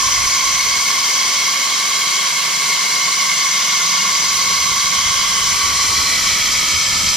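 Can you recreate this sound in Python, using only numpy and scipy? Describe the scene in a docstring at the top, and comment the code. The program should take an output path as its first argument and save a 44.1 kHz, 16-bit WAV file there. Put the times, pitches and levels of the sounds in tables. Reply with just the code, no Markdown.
"""Steam roars out of a steam engine's safety valves inside an open metal shed, close to two microphones.
The jet is shaped white noise; it rings the valve pipes and the shed, giving fuzzy whistling bands.
Late on the microphones move to a new spot, where the bands and the stereo picture differ.
Underneath, low-passed lumpy noise is the air softly buffeting the microphones."""
import sys
import numpy as np
from scipy import signal
from scipy.io import wavfile
from scipy.ndimage import uniform_filter1d

SR = 44100
rng = np.random.default_rng(int(sys.argv[2]) if len(sys.argv) > 2 else 0)


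def persist_wave(psi):
    """Save psi, clipped to +-1, as 16-bit WAV."""
    counts = np.round(np.clip(psi, -1, 1) * 32767).astype(np.int16)
    wavfile.write(sys.argv[1], SR, np.atleast_2d(counts).T)


N = 316015  # length in samples

# bare jet hiss at each spot, before trim and stereo lean: f/Hz, level per Hz/dB
HISS_FIRST = [(110, -86), (150, -60), (300, -72.5), (750, -88.5), (950, -56), (1600, -67.5), (2600, -60.5),
              (4000, -60), (6000, -53.5), (7500, -56.5), (8300, -62.5), (11000, -71), (14000, -72),
              (15000, -76)]
HISS_SECOND = [(110, -68), (150, -60.5), (300, -66), (750, -68), (950, -51), (1600, -76), (2600, -59),
               (4000, -56), (6000, -53), (7500, -61), (8300, -62.5), (11000, -70.5), (14000, -70.5),
               (15000, -83)]
# pipe and shed resonances at each spot: f/Hz, width scale/Hz, left level per Hz/dB, right level per Hz/dB
RINGS_FIRST = [(182, 140, -72, -71.5), (410, 59, -71.5, -63), (566, 65, -70.5, -61.5),
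               (656, 230, -75.5, -62.5), (727, 17.5, -69, -59), (1106.6, 82.5, -56, -43),
               (1392, 103, -57.5, -63), (1576, 71, -66.5, -55), (1746, 28, -53.5, -70),
               (2154, 173, -48.5, -48.5), (2570, 47, -66, -59), (2826, 43, -53, -59), (3046, 50, -72, -49),
               (3044, 46, -63, -52), (3256, 167, -53, -54.5), (3557, 56, -57, -55),
               (3864, 69, -51.5, -62.5), (4090, 83, -59, -49), (4225, 74, -54, -50.5),
               (4520, 99, -50.5, -57), (4850, 51, -70, -59), (4930, 148, -49, -55.5),
               (5450, 120, -69, -52.5), (5755, 140, -56.5, -51.5), (5980, 170, -50, -59),
               (6140, 42, -48.5, -47.5), (7440, 72, -58, -61), (6620, 210, -55, -68),
               (7050, 160, -58, -56.5), (7340, 110, -64, -62), (7740, 65, -88, -89)]
RINGS_MIDWAY = [(663, 75, -76, -59.5), (1110, 28, -45, -47), (1286, 44, -58, -50), (1470, 55, -55, -54.5),
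                (1610, 64, -66, -63), (2010, 190, -49, -50.5), (2324, 140, -50, -51), (3210, 320, -55, -52),
                (4100, 76, -46, -47.5), (4390, 155, -55, -52), (4900, 210, -52.2, -52),
                (5250, 99, -49, -58), (5750, 360, -53, -52.5), (6200, 130, -56, -54), (6660, 120, -53, -57),
                (7090, 290, -53.5, -53.5)]
RINGS_SECOND = [(610, 82, -80, -59.5), (1130, 82, -52.5, -63), (1270, 190, -55.5, -52.5),
                (1760, 68, -53, -53.5), (1990, 43, -64, -65), (2197, 122, -43, -46), (2440, 226, -65, -60),
                (3180, 120, -48, -47), (3950, 208, -55, -55), (4190, 110, -52, -52),
                (4780, 160, -54, -53.2), (5060, 79, -53.3, -53), (5180, 140, -55, -54.5),
                (5500, 110, -54, -55), (6030, 241, -52, -58), (7170, 740, -57, -55.5)]
# stereo picture at the two microphone ports: f/Hz, hiss left minus right/dB, likeness/0-1, right leads/rad
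PORTS_FIRST = [(150, -3.2, .98, -.02), (420, -8.6, .98, -.5), (620, -10.9, .82, -3.2),
               (800, -10.3, .3, -6.8), (1100, -7.5, .88, -6.93), (1300, -.3, .5, -8.75),
               (1420, -.8, .93, -12.7), (2850, -2, .7, -12.45), (3700, 0, .96, -12.55),
               (5000, .8, .62, -11.95), (7700, -1.5, .55, -10.0), (9000, -10, .15, -11.0),
               (11500, -9.8, .16, -13.3), (14000, -3.1, .3, -12.56)]
PORTS_SECOND = [(150, -3.1, .98, -.01), (420, -8.7, .98, -.59), (620, -14.1, .91, -2.88),
                (800, -6.9, .81, -2.2), (1100, 4.2, .5, -4.61), (1300, -4.3, .77, -6.0),
                (1600, -1.5, .75, -6.83), (2600, 0, .9, -6.3), (3800, 0, .97, -6.25), (5000, .5, .65, -6.0),
                (7000, -1, .25, -4.5), (9000, -10, .15, -3.9), (11500, -10.2, .13, -7.12),
                (14000, -3.2, .36, -6.34)]
# sliding narrow whistles inside the two lowest pipe tones: t/s, f/Hz, level per Hz before lean/dB
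WHISTLE_LOW = [(0, 1082, -45.5), (1.5, 1116, -48), (5.0, 1108, -44.5), (5.3, 1114, -43.5),
               (5.85, 1125, -41.5), (6.1, 1115, -52)]
WHISTLE_HIGH = [(0, 2065, -49.5), (4.6, 2160, -51), (5.3, 2096, -45), (5.75, 2100, -57), (5.95, 2210, -60),
                (6.15, 2270, -47), (6.5, 2220, -46), (6.72, 2250, -47), (7.17, 2250, -49)]
# moments when a pipe tone swells or sags: t/s, f/Hz, half length/s, level change/dB
SWELLS = [(0.0, 1110, 0.072, 4.5), (0.0, 2100, 0.16, -4), (1.25, 4850, 0.25, 1.5), (1.25, 6000, .3, 2.5),
          (2.2, 3230, .3, 2), (2.5, 5940, .7, -2.3), (3.9, 5000, 0.41, 2.7), (3.9, 6040, 0.47, 2.3),
          (5.1, 4930, .3, 0), (5.246, 3230, 0.29, 3), (5.35, 2250, 0.22, -2.5), (5.95, 4220, .2, 2),
          (.6, 3200, 0.95, -1)]
# buffeting that dies down and comes back, before gusts and port lean: t/s, level/dB
BUFFET_LEVEL = [(0, -38), (.5, -40.5), (1.1, -50), (2.7, -64), (3.8, -58), (4.6, -42), (5.8, -38.5),
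                (7.17, -36.5)]
# spectrum of the buffeting, only its shape counts: f/Hz, relative level per Hz/dB
BUFFET_COLOUR = [(10, -6), (25, 4), (45, -3), (76, 8.5), (110, -1), (135, -5), (220, -14), (270, -18),
                 (390, -38)]
# the strongest gusts: t/s, level above the buffeting/dB
GUSTS = [(.2, 8), (.66, 1), (5.17, 5.5), (6.03, 1), (6.31, 3), (6.76, 5)]

MOVE_START_S, MOVE_END_S = 5.46, 6.83  # the midway spot is passed at half time
# the shed's boom grows, then holds
BOOM_HZ, BOOM_HALF_HZ = 166, 50
BOOM_START_DB, BOOM_FULL_DB, BOOM_GROWS_S = -7, 3.5, 4.5
SWELL_HALF_HZ, GUST_HALF_S = 230, 0.032
EDGE_HZ = 15170  # upper band limit

# time-frequency grid: window and hop in samples
SIZE, HOP = 2048, 256
HZ = np.fft.rfftfreq(SIZE, 1 / SR)[:, None]
TIMES = np.arange(-(-N // HOP) + 1) * HOP / SR


def steam():
    """A turbulent jet heard from a moving standpoint, its pipe tones swelling and its hiss flickering."""
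    spots = [
        spot(HISS_FIRST, RINGS_FIRST, PORTS_FIRST),
        spot(HISS_SECOND, RINGS_MIDWAY, PORTS_SECOND),
        spot(HISS_SECOND, RINGS_SECOND, PORTS_SECOND),
    ]
    # crossfade: place 0 is the first spot, 1 midway, 2 the second
    place = np.interp(TIMES, [MOVE_START_S, MOVE_END_S], [0, 2])
    shares = [np.clip(1 - abs(place - k), 0, 1) for k in range(3)]
    power = sum(share * spot_power for share, (spot_power, _) in zip(shares, spots))
    likeness = sum(share * spot_likeness for share, (_, spot_likeness) in zip(shares, spots))
    power = power + whistle(WHISTLE_LOW, 35, lean_db=0.5)
    power = power + whistle(WHISTLE_HIGH, 53, lean_db=1.0)
    no_bass = 1 / (1 + (140 / (HZ + 1)) ** 16)  # the jet has nothing below the shed's boom
    motion_db = boom_and_swells() + echoes() + flicker()
    return port_pair(power * no_bass * gain_of(motion_db) ** 2, likeness)


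def spot(hiss, rings, ports):
    """Power at both ports and their complex likeness at one spot: bare jet plus steep resonances."""
    half_lean_db = read(ports, 1) / 2
    hiss_db = read(hiss, 1) - 2.0 + np.array([half_lean_db, -half_lean_db])
    power = gain_of(hiss_db) ** 2
    for hz, width, *port_db in rings:
        shape = 1 / (1 + 2.2 * ((HZ - hz) / width) ** 2) ** 2
        power = power + gain_of(np.reshape(port_db, (2, 1, 1))) ** 2 * shape
    return power, read(ports, 2) * np.exp(1j * read(ports, 3))


def whistle(rows, width, lean_db):
    """A narrow resonance that slides in pitch; after its last row it fades at 40 dB per second."""
    shape = 1 / (1 + 3.1 * ((HZ - follow(rows, 1)) / width) ** 2) ** 2
    level_db = follow(rows, 2) - 40 * np.maximum(TIMES - rows[-1][0], 0)
    port_lean_db = np.reshape([lean_db, -lean_db], (2, 1, 1))
    return shape * gain_of(level_db + port_lean_db) ** 2


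def boom_and_swells():
    """Level changes in dB: the shed's boom grows and single pipe tones swell or sag."""
    growth = np.minimum(TIMES / BOOM_GROWS_S, 1)
    boom_db = BOOM_START_DB + (BOOM_FULL_DB - BOOM_START_DB) * growth
    drift_db = boom_db * bump(HZ, BOOM_HZ, BOOM_HALF_HZ)
    for s, hz, half_s, db in SWELLS:
        drift_db = drift_db + db * bump(HZ, hz, SWELL_HALF_HZ) * bump(TIMES, s, half_s)
    return drift_db


def echoes():
    """Drifting steam bends the shed's echoes, so narrow bands wax and wane, in dB."""
    shared_db = 1.69 * patches(45, 0.68)
    each_port_db = 0.49 * np.array([patches(70, 0.32), patches(70, 0.51)])
    ripple_db = 1.42 * patches(22, 2.9)  # fine standing-wave ripple, nearly still
    bending = 0.57 + 0.68 * HZ ** 2 / (HZ ** 2 + 2500 ** 2)  # long waves are bent least
    return (shared_db + each_port_db + ripple_db) * bending


def flicker():
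    """Gusty turbulence flickers the hiss in dB, strongest in the treble, with a slow treble heave."""
    treble = 1 / (1 + (7500 / (HZ + 1)) ** 6)
    quick_db = (0.49 + 0.44 * treble) * patches(2900, 0.025)
    heave_db = 0.5 * treble * patches(11000, 0.38)
    return quick_db + heave_db


def buffet():
    """Low lumpy air pressure on both ports, stronger on the right and least alike in the deepest bass."""
    colour = gain_of(read(BUFFET_COLOUR, 1)) ** 2
    colour = colour / (colour.sum() * SR / SIZE)  # unit total power
    gusts_db = sum(db * bump(TIMES, s, GUST_HALF_S) for s, db in GUSTS)
    lumps_db = 0.95 * patches(60, 0.048) + 1.25 * patches(400, 0.05)
    port_lean_db = np.reshape([-1.4, 1.4], (2, 1, 1))
    level_db = follow(BUFFET_LEVEL, 1) + gusts_db + lumps_db + port_lean_db
    likeness = np.clip(0.21 + 0.77 * HZ ** 4 / (HZ ** 4 + 36 ** 4), 0, 1)
    return port_pair(colour * gain_of(level_db) ** 2, likeness)


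def port_pair(power, likeness):
    """Filters white noise to a power per Hz for each port; likeness is the complex left-right correlation."""
    noise = rng.standard_normal((N, 2)).T
    left, stray = signal.stft(noise, nperseg=SIZE, noverlap=SIZE - HOP)[2]
    unlike = np.sqrt(np.clip(1 - abs(likeness) ** 2, 0, 1))
    pair = np.array([left, likeness * left + unlike * stray])
    shaped = pair * np.sqrt(power * SR / 2)
    return signal.istft(shaped, nperseg=SIZE, noverlap=SIZE - HOP)[1][:, :N]


def patches(wide_hz, long_s):
    """Random blotches over frequency and time, twice smoothed to a size and scaled to spread 1."""
    field = rng.standard_normal((len(TIMES), len(HZ))).T
    bins = max(round(wide_hz * SIZE / SR), 1)
    frames = max(round(long_s * SR / HOP), 1)
    for _ in range(2):
        field = uniform_filter1d(field, bins, axis=0)
        field = uniform_filter1d(field, frames, axis=1)
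    return field / field.std()


def bump(x, centre, half):
    """A bell of height 1, down to 1/e at the half length."""
    return np.exp(-((x - centre) / half) ** 2)


def read(points, column):
    """A table column over log frequency."""
    points = np.array(points)
    return np.interp(np.log(HZ + 1), np.log(points[:, 0] + 1), points[:, column])


def follow(rows, column):
    """A table column over time."""
    rows = np.array(rows)
    return np.interp(TIMES, rows[:, 0], rows[:, column])


def gain_of(db):
    """Decibels to amplitude."""
    return 10 ** (np.asarray(db) / 20)


def scene():
    """Steam jet over buffeting air."""
    return steam() + buffet()


def record(dry):
    """The recorder's band limit: a steep linear-phase low-pass."""
    low_pass = signal.firwin(1023, EDGE_HZ, window=("kaiser", 9), fs=SR)
    return signal.oaconvolve(dry, low_pass[None], "same")


dry = scene()
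out = record(dry)
persist_wave(out)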